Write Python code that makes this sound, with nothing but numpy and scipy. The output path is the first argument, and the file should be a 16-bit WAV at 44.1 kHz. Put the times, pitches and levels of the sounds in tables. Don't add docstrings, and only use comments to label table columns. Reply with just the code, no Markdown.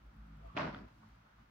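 import sys
import numpy as np
from scipy import signal
from scipy.fft import rfft, irfft
from scipy.io import wavfile
from scipy.ndimage import uniform_filter1d

SR = 44100
rng = np.random.default_rng(int(sys.argv[2]) if len(sys.argv) > 2 else 0)


def attenuation_scalar(level_db):
    decades = np.asarray(level_db, float) / 20
    return 10 ** decades


def to_wav(s):
    ch = np.atleast_2d(s).T
    pcm = np.round(np.clip(ch, -1, 1) * 32767)
    wavfile.write(sys.argv[1], SR, pcm.astype(np.int16))


N = 66150
T = np.arange(N) / SR


def unit(x):
    return x / np.sqrt(np.mean(x ** 2))


def noise():
    return rng.standard_normal(N)


def butter(x, order, hz, kind="low"):
    return signal.sosfilt(signal.butter(order, hz, kind, fs=SR, output="sos"), x)


def curve(table, axis):
    rows = np.array(table)
    return np.interp(T, rows[:, 0], rows[:, axis])


def colour(x, table, share=1):
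    rows = np.array(table)
    hz = np.fft.rfftfreq(N, 1 / SR)
    db = share * np.interp(np.log(hz + 1), np.log(rows[:, 0]), rows[:, 1])
    cepstrum = irfft(np.log(attenuation_scalar(db)), N)
    cepstrum[1:N // 2] *= 2
    cepstrum[N // 2 + 1:] = 0
    return irfft(rfft(x) * np.exp(rfft(cepstrum)), N)


def ring(x, hz, t60_s):
    pole = np.exp((2j * np.pi * hz - np.log(1000) / t60_s) / SR)
    return signal.lfilter([1], [1, -pole], x).imag


def ring_modes(x, modes):
    return sum(attenuation_scalar(db) * unit(ring(x, hz, t60_s)) for hz, db, t60_s in modes)


def bump(centre_s, length_s):
    return np.exp(-(2 * (T - centre_s) / length_s) ** 2)


def walk(rate_hz):
    k = int(SR / rate_hz)
    steps = np.repeat(rng.standard_normal(N // k + 1), k)
    return unit(uniform_filter1d(uniform_filter1d(steps, k), k)[:N])


def grains(per_s, scatter_db):
    hit = rng.random(N) < per_s / SR
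    sign = np.sign(noise())
    size = np.minimum(rng.exponential(size=N), 1.7)
    return unit(hit * sign * attenuation_scalar(scatter_db * size))


# hz, side_db
SIDE_WIDTH = [(40, -50), (90, -19), (180, -17.5), (350, -4.5), (600, 4.5), (1200, 0), (2500, 0), (6000, 1)]


def ports(make):
    mid = make()
    side = colour(make(), SIDE_WIDTH)
    return np.array([mid + side, mid - side])


# hz, left_minus_right_db
BODY_SHADE = [(200, -4), (350, 2.5), (600, -3.5), (1300, 1.5), (2500, 0.5), (5000, -11.5), (9000, -6.5)]


def sideways(x):
    return np.array([colour(x[0], BODY_SHADE, share=1 / 2), colour(x[1], BODY_SHADE, share=-1 / 2)])


# time_s, slap_db, thud_db, brightness_db
LANDING = [
    (.550, -66, -62, -1),
    (.565, -54, -56, 6),
    (.569, -45.5, -46, 5),
    (.598, -44.5, -49, 5),
    (.675, -48, -46, 2.5),
    (.715, -54, -52.5, 2),
    (.765, -59.5, -56.5, 3.5),
    (.865, -72, -57, 1.5),
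    (.885, -78.5, -74, 11.5),
]


def landing_gate():
    opening = np.clip((T - LANDING[0][0]) * 200, 0, 1)
    return opening * np.clip((LANDING[-1][0] - T) * 20 + 1, 0, 1)


# hz, density_db_per_hz
SLAP_COLOUR = [(250, -15.5), (480, -5.5), (650, -2.5), (1400, -5.5), (2500, -16.5), (5500, -33),
               (7200, -50), (9500, -68)]
# hz, level_db, t60_s
HOSE_MODES = [(634, -11.5, 0.14), (467, -15, 0.051), (748, -17.5, 0.15), (1006, -14.5, 0.12),
              (1396, -19, 0.047), (2460, -29, 0.079)]


def slap_rush():
    clumps = attenuation_scalar(1.23 * walk(220))
    slap_db, bright_db = curve(LANDING, axis=1), curve(LANDING, axis=3)

    def rush():
        contacts = clumps * grains(per_s=3500, scatter_db=4)
        x = unit(colour(contacts, SLAP_COLOUR))
        x = unit(x + ring_modes(contacts, HOSE_MODES))
        low = butter(x, 2, 1790)
        return attenuation_scalar(slap_db) * (low + attenuation_scalar(bright_db) * (x - low))
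    return landing_gate() * sideways(ports(rush))


def blows(table, left_lag_s):
    right_lag_s, contact_s = 0.00019, 0.0001
    out = np.zeros((2, N))
    for start_s, level_db, hz, t60_s, pan_db in table:
        for port, sign, lag_s in ((0, 1, left_lag_s), (1, -1, right_lag_s)):
            t = np.maximum(T - start_s - lag_s, 0)
            envelope = attenuation_scalar(-60 * t / t60_s) * (1 - np.exp(-t / contact_s))
            out[port] -= attenuation_scalar(level_db + sign * pan_db / 2) * np.sin(2 * np.pi * hz * t) * envelope
    out[0] = butter(out[0], 3, 3470)
    return butter(out, 4, 7000)


HOSE_LEFT_LAG_S = 0.00014
# start_s, level_db, ring_hz, t60_s, left_minus_right_db
CRACKS = [(.5675, -21, 2100, 0.0017, -4), (.5700, -34.5, 647, 0.032, -8),
          (.5741, -20.5, 2450, 0.0038, -5.5), (.5752, -36, 1250, 0.015, 8), (.5762, -38.5, 2900, 0.0087, 2),
          (.5792, -31, 3200, .004, -6), (.5820, -29, 856, .012, -6), (.5855, -45, 4300, .0065, -11),
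          (.5852, -52, 5900, 0.0078, -16), (.5855, -32, 1106, .012, 3), (.5915, -34, 2500, 0.0088, -2),
          (.5925, -31.5, 960, 0.0066, 0), (.5935, -38.5, 612, 0.11, -6), (.5948, -26, 1200, .009, -5),
          (.5966, -31, 1920, 0.0036, -8)]


def cracks():
    return blows(CRACKS, HOSE_LEFT_LAG_S)


# start_s, level_db, ring_hz, t60_s, left_minus_right_db
SLAPS = [(.6003, -31.5, 750, .007, -3), (0.6032, -34, 550, 0.0079, -7), (.6068, -32, 2200, .005, 0),
         (0.6099, -33.5, 1470, 0.0069, 0), (.612, -40.5, 655, 0.082, -5), (.6178, -36.5, 550, .008, -3),
         (.6255, -33, 594, 0.0074, 0), (0.6316, -32, 520, 0.0075, 0), (0.6361, -33, 1093, .014, 0),
         (0.6433, -33.5, 550, 0.0091, 2), (0.6534, -30, 800, 0.0073, 2), (.6545, -38, 2320, .004, -3),
         (.6665, -33.5, 500, .012, 2), (.672, -40, 1100, .008, 0), (.6828, -37, 420, .01, -3),
         (0.6913, -37.5, 403, .01, 0), (.6955, -39, 1010, 0.0055, 0), (.7005, -42, 600, 0.0087, 0),
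         (0.7041, -44, 1480, 0.0034, 0)]


def single_slaps():
    return blows(SLAPS, HOSE_LEFT_LAG_S)


# start_s, level_db, ring_hz, t60_s, left_minus_right_db
LOOSE_END = [
    (0.7438, -47, 1300, .006, -1),
    (.7457, -38, 1400, .014, 1),
    (.7466, -41.5, 3330, 0.0077, -2),
    (.7472, -36, 1405, 0.0069, 1),
    (.7510, -45, 1200, .01, 3),
    (.7605, -46.5, 2000, .006, -2),
    (.787, -55, 3300, .006, -3),
    (.795, -52, 1800, .006, 0),
    (.808, -53, 1500, .006, 0),
]


def loose_end():
    return blows(LOOSE_END, HOSE_LEFT_LAG_S)


# hz, level_db, t60_s
TURF_MODES = [(107, -8, 0.068), (154, -1, 0.15), (207, -1.5, 0.061), (266.4, -1, 0.077)]


def turf_thuds():
    thud_db = curve(LANDING, axis=2)

    def thuds():
        contacts = grains(per_s=700, scatter_db=1)
        return unit(ring_modes(contacts, TURF_MODES)) * attenuation_scalar(thud_db)
    return landing_gate() * ports(thuds)


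# start_s, level_db, ring_hz, t60_s, left_minus_right_db
KNOCKS = [(.550, -36.5, 160, 0.042, -0.5), (.5665, -34.5, 289, 0.068, 0.5), (.596, -40, 265, 0.092, 0),
          (.618, -37, 149.7, 0.14, -1.5), (.640, -42.5, 280, 0.05, 0), (.645, -43, 95, .1, 0),
          (.658, -36, 160.6, .12, 0), (.682, -41.5, 221, .06, 0), (.690, -41.5, 138.5, 0.084, 0),
          (.712, -43.5, 169, 0.042, 0), (.7378, -37.5, 216, 0.031, 0), (.7595, -43.5, 259, 0.018, 0),
          (.765, -49, 100, .1, 0), (.777, -47, 130, 0.044, -1), (.791, -47.5, 230, .03, 0),
          (.804, -48, 240, 0.026, 0), (.8135, -45, 210, 0.028, 1), (.8185, -42.5, 208, 0.044, -1),
          (.834, -45.5, 220, 0.042, 1), (.840, -50, 95, .1, 0), (.847, -47.5, 251, 0.056, 0),
          (.862, -50, 159, 0.038, 0)]


def turf_knocks():
    return blows(KNOCKS, left_lag_s=0)


def yard(hose):
    level_db, t60_s, gap_s = -18.5, 0.94, 0.012
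    tail = ports(lambda: noise() * attenuation_scalar(-60 * T / t60_s) * (T > gap_s))
    tail = tail / np.sqrt(np.sum(tail[0] ** 2))
    return attenuation_scalar(level_db) * signal.fftconvolve(hose.mean(0)[None], tail, axes=1)[:, :N]


# centre_s, length_s, level_db, pitch_hz, width_hz
SWINGS = [(0.455, 0.061, -64.5, 680, 8.7), (0.524, 0.14, -65, 1186, 45), (0.451, 0.14, -71.5, 530, 320),
          (0.48, 0.4, -79.5, 2500, 1600), (0.32, 0.44, -72.5, 1310, 290), (1.035, 0.04, -67, 1150, 330),
          (0.78, 0.097, -80, 4900, 350), (1.02, 0.36, -85, 4400, 2400), (0.5, 0.28, -81.5, 2760, 720),
          (1.4, 0.039, -76.5, 1200, 240), (1.265, 0.036, -71, 1250, 300), (1.3, 0.094, -75.5, 1460, 300),
          (0.064, .08, -76.5, 390, 240)]


def swings():
    out = np.zeros((2, N))
    for centre_s, length_s, level_db, hz, width_hz in SWINGS:
        tone = ports(lambda: unit(ring(noise(), hz, 2.0 / width_hz)))
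        out += attenuation_scalar(level_db) * bump(centre_s, length_s) * tone
    return out


# time_s, firing_db, overtones_db
ENGINE = [(0, -63.5, -80), (.08, -55.5, -82), (.135, -71, -72), (.19, -53, -70.5), (.3, -56.5, -67.5),
          (.4, -55, -65.5), (.49, -51.5, -73.5), (.55, -73, -63), (.7, -59.5, -75), (.86, -59, -79),
          (.89, -70, -70), (1.0, -72, -70), (1.06, -79, -64), (1.13, -57.5, -77.5), (1.19, -73, -68.5),
          (1.3, -76, -78), (1.4, -64, -74.5), (1.5, -77, -92)]
# multiple, level_db
OVERTONES = [(2, -6.5), (3, -4), (4, -6), (5, -13), (6, -23.5)]
# multiple, centre_s, length_s, lift_db
GUSTS = [
    (4, 0.26, 0.37, 13.5),
    (5, .31, 0.16, 11.5),
    (3, 0.39, 0.45, 9.5),
    (2, .47, 0.14, 17),
    (4, 1.043, 0.08, 7.5),
    (2, 1.1, 0.2, 7.5),
    (4, 1.26, 0.072, 6),
    (4, 1.106, 0.095, 2),
]


def engine():
    firing_hz, drift, flutter_db = 53.4, 0.00776, 2
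    beat_hz, beat_peak_s, beat_db = 7.8, 0.078, 2.5
    phase = 2 * np.pi * np.cumsum(firing_hz * (1 + drift * walk(6))) / SR
    overtones = np.zeros(N)
    for k, level_db in OVERTONES:
        lift_db = sum(db * bump(s, length_s) for multiple, s, length_s, db in GUSTS if multiple == k)
        level = attenuation_scalar(level_db + lift_db + flutter_db * walk(14))
        overtones += level * np.sin(k * phase + 1.5 * walk(16))
    beat = beat_db * np.cos(2 * np.pi * beat_hz * (T - beat_peak_s))
    firing = np.sqrt(2) * attenuation_scalar(curve(ENGINE, axis=1) + beat) * np.sin(phase)
    return firing + attenuation_scalar(curve(ENGINE, axis=2) + 1.5) * overtones


# hz, density_db_per_hz
LEAF_COLOUR = [(250, -12), (450, -10.5), (950, -3.5), (1400, -2), (1800, -8), (4500, -20.5), (6500, -27.5),
               (9000, -53)]


def leaves():
    hiss = ports(lambda: unit(colour(noise(), LEAF_COLOUR)))
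    return hiss * attenuation_scalar(-73.5 + 0.28 * walk(3.1) + 0.75 * walk(18.08))


# hz, density_db_per_hz
WIND_COLOUR = [(20, -2), (40, -3.5), (75, -5.5), (110, 5.5), (220, -2.5), (320, -6), (400, -20.5),
               (600, -46.5)]


def wind():
    level_db, fade_db_per_s, buffet_db, buffet_hz = -67.5, -1.5, 2.2, 25
    rumble = ports(lambda: unit(colour(noise(), WIND_COLOUR)))
    return rumble * attenuation_scalar(level_db + fade_db_per_s * T + buffet_db * walk(buffet_hz))


def ticks():
    start_s, gap_s, stray_s = 0.0643, 0.10236, 1.1578
    level_db, t60_s, pan_db = -69.5, 0.003, -3.5
    times_s = [start_s + gap_s * k for k in range(11) if k not in (5, 6)] + [stray_s]
    gate = sum((T > s) * attenuation_scalar(-60 * np.maximum(T - s, 0) / t60_s) for s in times_s)
    snap = butter(noise(), 2, 7500, "high")
    return snap * gate * attenuation_scalar(level_db + np.array([[1], [-1]]) * pan_db / 2)


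# hz, density_db_per_hz
HISS_COLOUR = [(300, 2), (6000, 0.5), (10000, -4), (15000, 1)]


def amplifier_hiss():
    return attenuation_scalar(-86.5) * np.array([unit(colour(noise(), HISS_COLOUR)) for _ in range(2)])


def scene():
    hose = slap_rush() + cracks() + single_slaps() + loose_end() + turf_thuds() + turf_knocks()
    hose = butter(hose, 2, 75, "high")
    background = engine() + leaves() + wind() + ticks() + amplifier_hiss()
    return hose + yard(hose) + swings() + background


def band_limit(x):
    return signal.sosfilt(signal.butter(12, 15890, fs=SR, output="sos"), x)


def record(dry):
    mix = butter(dry, 2, 30, "high")
    return band_limit(mix)


dry = scene()
out = record(dry)
to_wav(out)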